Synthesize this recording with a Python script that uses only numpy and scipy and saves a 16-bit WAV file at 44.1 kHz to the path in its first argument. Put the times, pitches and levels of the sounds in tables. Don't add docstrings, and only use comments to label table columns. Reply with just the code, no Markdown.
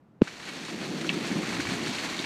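import sys
import numpy as np
from scipy import signal
from scipy.fft import rfft, irfft
from scipy.io import wavfile
from scipy.ndimage import uniform_filter1d

SR = 44100
rng = np.random.default_rng(int(sys.argv[2]) if len(sys.argv) > 2 else 0)


def int16_out(signal):
    q = np.round(np.clip(np.atleast_2d(signal).T, -1, 1) * 32767)
    wavfile.write(sys.argv[1], SR, q.astype(np.int16))


N = 99225
HAIL_TOP_HZ = 7140
# t/s, click level/dB, click f/Hz, ring re click/dB, splash level/dB, tilt/(dB/octave)
BIG_STONES = [(0.2739, -29, 1500, -19, -40, -1), (0.2787, -29, 2000, -14, -47, -2),
              (0.454, -39, 2700, -14, -41.5, 1), (.477, -35, 1500, -11, -45, -2),
              (.487, -30.5, 1970, -11, -43, -1), (0.649, -34, 3980, -16, -39.5, 2),
              (.684, -36, 1160, -12, -51, -5), (.822, -41, 3500, -14, -42.5, 3),
              (1.046, -26.5, 1530, -18, -54, 0), (1.067, -33, 6200, -14, -42, 3),
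              (1.0925, -10, 2900, -22, -44, 4), (1.0995, -21, 2130, -15, -44, -11),
              (1.2272, -32, 2180, -16, -52, -3), (1.2466, -26.5, 1470, -14, -40, -2),
              (1.3147, -27, 1950, -14, -43, 1), (1.434, -35, 1080, 1, -44, -2),
              (1.4506, -31, 1780, -11, -42, -3), (1.4686, -31, 1800, -12, -38, 3),
              (1.527, -29.5, 1500, -4, -37.5, 0), (1.601, -22, 1760, -13, -34.5, 4),
              (1.652, -33, 1060, -2, -45, -2), (1.6698, -26, 2000, -11, -42, 0),
              (1.696, -27, 1400, -14, -35, -1), (1.708, -32.5, 1090, -2, -47, -3),
              (1.736, -28.5, 2000, -11, -46, 2), (1.861, -30, 3100, -14, -37, 1),
              (1.8705, -25, 1610, -8, -34.5, 1), (1.948, -28.5, 2300, -11, -34, 0),
              (1.9836, -22, 2670, -14, -34, 1.5), (2.0593, -30, 1700, -16, -40, 2),
              (2.144, -29, 2300, -13, -38, -1), (2.191, -22.5, 3860, -11, -37, 2),
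              (2.242, -24.5, 2050, -14, -34.5, 1)]


def rain(drops_per_s=3500, flutter_per_s=30, flicker_db=0.7, flurry_db=0.54, octaves=7):
    # f/Hz, level/dB
    drop_spectrum = [(40, -49), (100, -17), (170, -8), (300, -2.5), (730, -2), (1050, -2.5), (1280, -4),
                     (1950, -0.5), (2600, -1.5), (2950, -3.5), (3600, -4), (4450, -2.5), (4950, -10),
                     (6000, -9), (7400, -13), (9000, -18.5), (11300, -27.5), (13400, -29), (15000, -49)]
    falls = rng.random(N) < drops_per_s / SR
    size_db = 0.5 * np.minimum(rng.exponential(size=N), 4)
    near = unit(falls * undb(size_db) * rng.choice([-1, 1], N))
    far = rng.standard_normal(N)
    spectrum = rfft(colour(near + far, drop_spectrum))
    octave = np.clip(np.log2(np.linspace(1, SR / 2, len(spectrum)) / 250), 0, octaves - 1)
    bands = [irfft(spectrum * np.maximum(1 - abs(octave - k), 0), N) for k in range(octaves)]
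    hiss = sum(band * undb(flicker_db * walk(flutter_per_s)) for band in bands)
    return unit(hiss) * undb(flurry_db * walk(flutter_per_s))


def spatter(clumps_per_s=80, decay_s=0.0058):
    t = np.arange(SR // 10) / SR
    clumps = (rng.random(N) < clumps_per_s / SR) * rng.random(N)
    surges = signal.fftconvolve(clumps, np.exp(-t / decay_s))[:N]
    return unit(1 + undb(-5.5) * surges)


def stones(attack_s=0.00041, decay_s=0.00071, glide=0.34, ring_octaves=0.81):
    # f/Hz, level/dB, T60/s
    board_modes = [(1086, -3.5, 0.048), (1206, -9, 0.039), (1850, -9, 0.031), (1913, -9.5, 0.048),
                   (2250, -0.5, 0.069), (2560, -30, .03), (3020, -21, 0.027), (4000, 0, 0.02),
                   (4400, -7, 0.021)]
    out, t = np.zeros(N), np.arange(SR // 10) / SR
    mode_hz, mode_db, t60 = np.array(board_modes).T[:, :, None]
    decay = np.exp(-t / decay_s)
    contact = (1 - np.exp(-(t / attack_s) ** 2)) * decay
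    for start, db, hz, ring_db, _, _ in BIG_STONES:
        detune, strength = rng.standard_normal((2, len(board_modes), 1))
        falling_hz = hz * (1 + glide * (decay - .5))
        click = contact / contact.max() * np.sin(2 * np.pi * np.cumsum(falling_hz) / SR)
        nearness = np.exp(-.5 * (np.log2(mode_hz / hz) / ring_octaves) ** 2)
        modes = np.sin(2 * np.pi * mode_hz * (1 + 0.01 * detune) * t) * np.exp(-np.log(1000) * t / t60)
        ring = (undb(mode_db + 1.5 * strength) * nearness * modes).sum(axis=0)
        add(out, start, undb(db) * (click + undb(ring_db) * ring))
    return porch(lowpass(out, HAIL_TOP_HZ))


def splashes(attack_s=0.0013, decay_s=0.02, pivot_hz=2500, low_hz=800):
    out, t = np.zeros(N), np.arange(SR // 5) / SR
    drops = lowpass(rain(), hz=10000, order=2)
    hz = np.maximum(np.fft.rfftfreq(len(t), 1 / SR), 1)
    bass_cut = np.minimum(hz / low_hz, 1) ** 2
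    envelope = (1 - np.exp(-t / attack_s)) * np.exp(-t / decay_s)
    for start, _, _, _, db, tilt_db in BIG_STONES:
        i = rng.integers(N - len(t))
        tilt = undb(tilt_db * np.log2(hz / pivot_hz))
        spray = unit(irfft(rfft(drops[i:i + len(t)]) * tilt * bass_cut, len(t)))
        add(out, start, undb(db) * spray * envelope)
    return out


def pellets(per_s=200, low_hz=962, high_hz=7620, mean_decay_cycles=3.2):
    out, t = np.zeros(N), np.arange(SR // 40) / SR
    for when, pitch, weight, sustain in rng.random((int(per_s * N / SR), 4)):
        hz = low_hz * (high_hz / low_hz) ** pitch
        size_db = 2 * min(-np.log(1 - weight), 3.5)
        tilt_db = 2 * np.log2(hz / low_hz)
        decay_s = mean_decay_cycles * (.5 + sustain) / hz
        tick = np.sin(2 * np.pi * hz * t) * np.exp(-t / decay_s)
        add(out, when * N / SR, undb(size_db + tilt_db) * tick)
    return undb(-11.5) * unit(porch(lowpass(out, HAIL_TOP_HZ)))


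def thump(start_hz=520, end_hz=126, sag_s=0.0025, attack_s=0.00084, decay_s=0.004, choke_s=.015):
    # t/s, level/dB
    knocks = [(0.2139, -22.5), (0.2186, -1.5)]
    # f/Hz, level/dB
    snap_spectrum = [(200, 5), (750, 8.5), (1000, 7.5), (1200, 1.5), (1550, 4.5), (2000, -9), (2700, 1.5),
                     (3600, -13), (5500, -21), (8000, -41), (14000, -60)]
    pushes, t = np.zeros(N), np.arange(SR // 10) / SR
    for start, db in knocks:
        add(pushes, start, -undb([db]))
    hz = end_hz + (start_hz - end_hz) * np.exp(-t / sag_s)
    envelope = (1 - np.exp(-t / attack_s)) * np.exp(-t / decay_s - (t / choke_s) ** 2)
    swing = np.sin(2 * np.pi * np.cumsum(hz) / SR) * envelope
    puff_s = 0.00085
    puff = t / puff_s * np.exp(1 - t / puff_s)
    body = signal.fftconvolve(pushes, undb(3.5) * swing + undb(-22) * puff)[:N]
    rounded = signal.sosfiltfilt(signal.butter(4, 685, fs=SR, output="sos"), body)
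    return rounded + undb(3.5) * colour(pushes, snap_spectrum)


def wind(buffet_s=0.0034):
    # t/s, level/dB
    gusts = [(.22, -49), (.4, -52.5), (.5, -46), (.55, -41.5), (.7, -43), (.745, -34), (.79, -40),
             (.84, -33), (1.1, -34.5), (1.17, -31.5), (1.29, -34.7), (1.38, -30), (1.45, -34.5),
             (1.56, -37), (1.65, -39.5), (1.73, -34), (1.8, -37), (1.89, -35), (1.97, -41.5), (2.03, -39),
             (2.25, -40.5)]
    # f/Hz, level/dB
    rumble_spectrum = [(20, -42), (50, -34), (90, -22), (130, -17.5), (160, 2), (250, 0), (340, 1.5),
                       (400, -6.5), (520, -12.5), (800, -19), (2000, -54.5)]
    # t/s, level/dB
    bass_swell = [(.22, -59), (.7, -65), (.9, -48), (1.05, -60), (1.2, -48), (1.45, -52), (1.55, -40.5),
                  (1.9, -46.5), (1.97, -51.5), (2.25, -51)]
    # f/Hz, level/dB
    bass_spectrum = [(20, -39), (38, -38), (60, -14), (90, -2), (125, 2), (180, 0), (400, -49)]
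    # t/s, level/dB, f/Hz
    buffets = [(1.173, -27, 204), (1.316, -26, 300), (1.361, -20.5, 189), (1.599, -22.5, 284),
               (1.725, -26.5, 230), (2.2, -29, 290)]
    t = np.arange(N) / SR
    rumble = noise(rumble_spectrum) * curve(gusts) * undb(0.5 * walk(per_s=30))
    out = rumble + noise(bass_spectrum) * curve(bass_swell)
    for when, db, hz in buffets:
        envelope = np.exp(-.5 * ((t - when) / buffet_s) ** 2)
        out += undb(db) * envelope * np.cos(2 * np.pi * hz * (t - when))
    return out


def murmur():
    # f/Hz, level/dB
    murmur_spectrum = [(25, -42), (70, -12), (150, -1), (260, -5.5), (450, -14), (1200, -22), (2100, -32),
                       (5000, -45), (14000, -55)]
    return undb(-59) * noise(murmur_spectrum)


def porch(x, t60_s=0.056, build_s=0.00083, reflected_db=-5):
    t = np.arange(SR // 5) / SR
    tail = rng.standard_normal(len(t)) * np.exp(-np.log(1000) * t / t60_s) * (1 - np.exp(-t / build_s))
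    return x + undb(reflected_db) * signal.fftconvolve(x, tail / np.linalg.norm(tail))[:N]


def undb(db):
    return 10 ** (np.asarray(db) / 20)


def unit(x):
    return x / np.sqrt(np.mean(x ** 2))


def curve(rows):
    return undb(np.interp(np.arange(N) / SR, *np.array(rows).T))


def walk(per_s):
    hold = int(SR / per_s)
    steps = np.repeat(rng.standard_normal(N // hold + 1), hold)
    return unit(uniform_filter1d(steps, hold)[:N])


def colour(x, points, size=2048):
    hz, db = np.array(points).T
    bin_hz = np.arange(size // 2 + 1) * SR / size
    log_gain = np.log(undb(np.interp(np.log(bin_hz + 1), np.log(hz), db)))
    cepstrum = irfft(log_gain)
    cepstrum[1:size // 2] *= 2
    cepstrum[size // 2 + 1:] = 0
    return signal.fftconvolve(x, irfft(np.exp(rfft(cepstrum))))[:N]


def noise(spectrum):
    return unit(colour(rng.standard_normal(N), spectrum))


def lowpass(x, hz, order=4):
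    return signal.sosfilt(signal.butter(order, hz, fs=SR, output="sos"), x)


def add(out, start, sound):
    i = min(int(start * SR), N)
    out[i:i + len(sound)] += sound[:N - i]


def scene(uncover_s=0.2156, rise_s=0.0047):
    # t/s, level/dB
    downpour = [(.22, -46.5), (.3, -44.5), (.39, -46), (.48, -40.5), (.55, -40.5), (.78, -40.5),
                (.85, -38.5), (.93, -40), (1.06, -39), (1.22, -38.5), (1.27, -35), (1.4, -38),
                (1.46, -35.3), (1.585, -36.8), (1.7, -35.5), (1.8, -36), (1.97, -35), (2.07, -36),
                (2.25, -36.5)]
    clear = np.clip((np.arange(N) / SR - uncover_s) / rise_s, 0, 1)
    background = murmur()
    storm = wind() + stones() + splashes() + (rain() * spatter() + pellets()) * curve(downpour)
    return (background + thump() + clear * storm)[None]


def record(dry, top_hz=15300):
    return signal.sosfilt(signal.ellip(8, .2, 70, top_hz, fs=SR, output="sos"), dry)


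dry = scene()
out = record(dry)
int16_out(out)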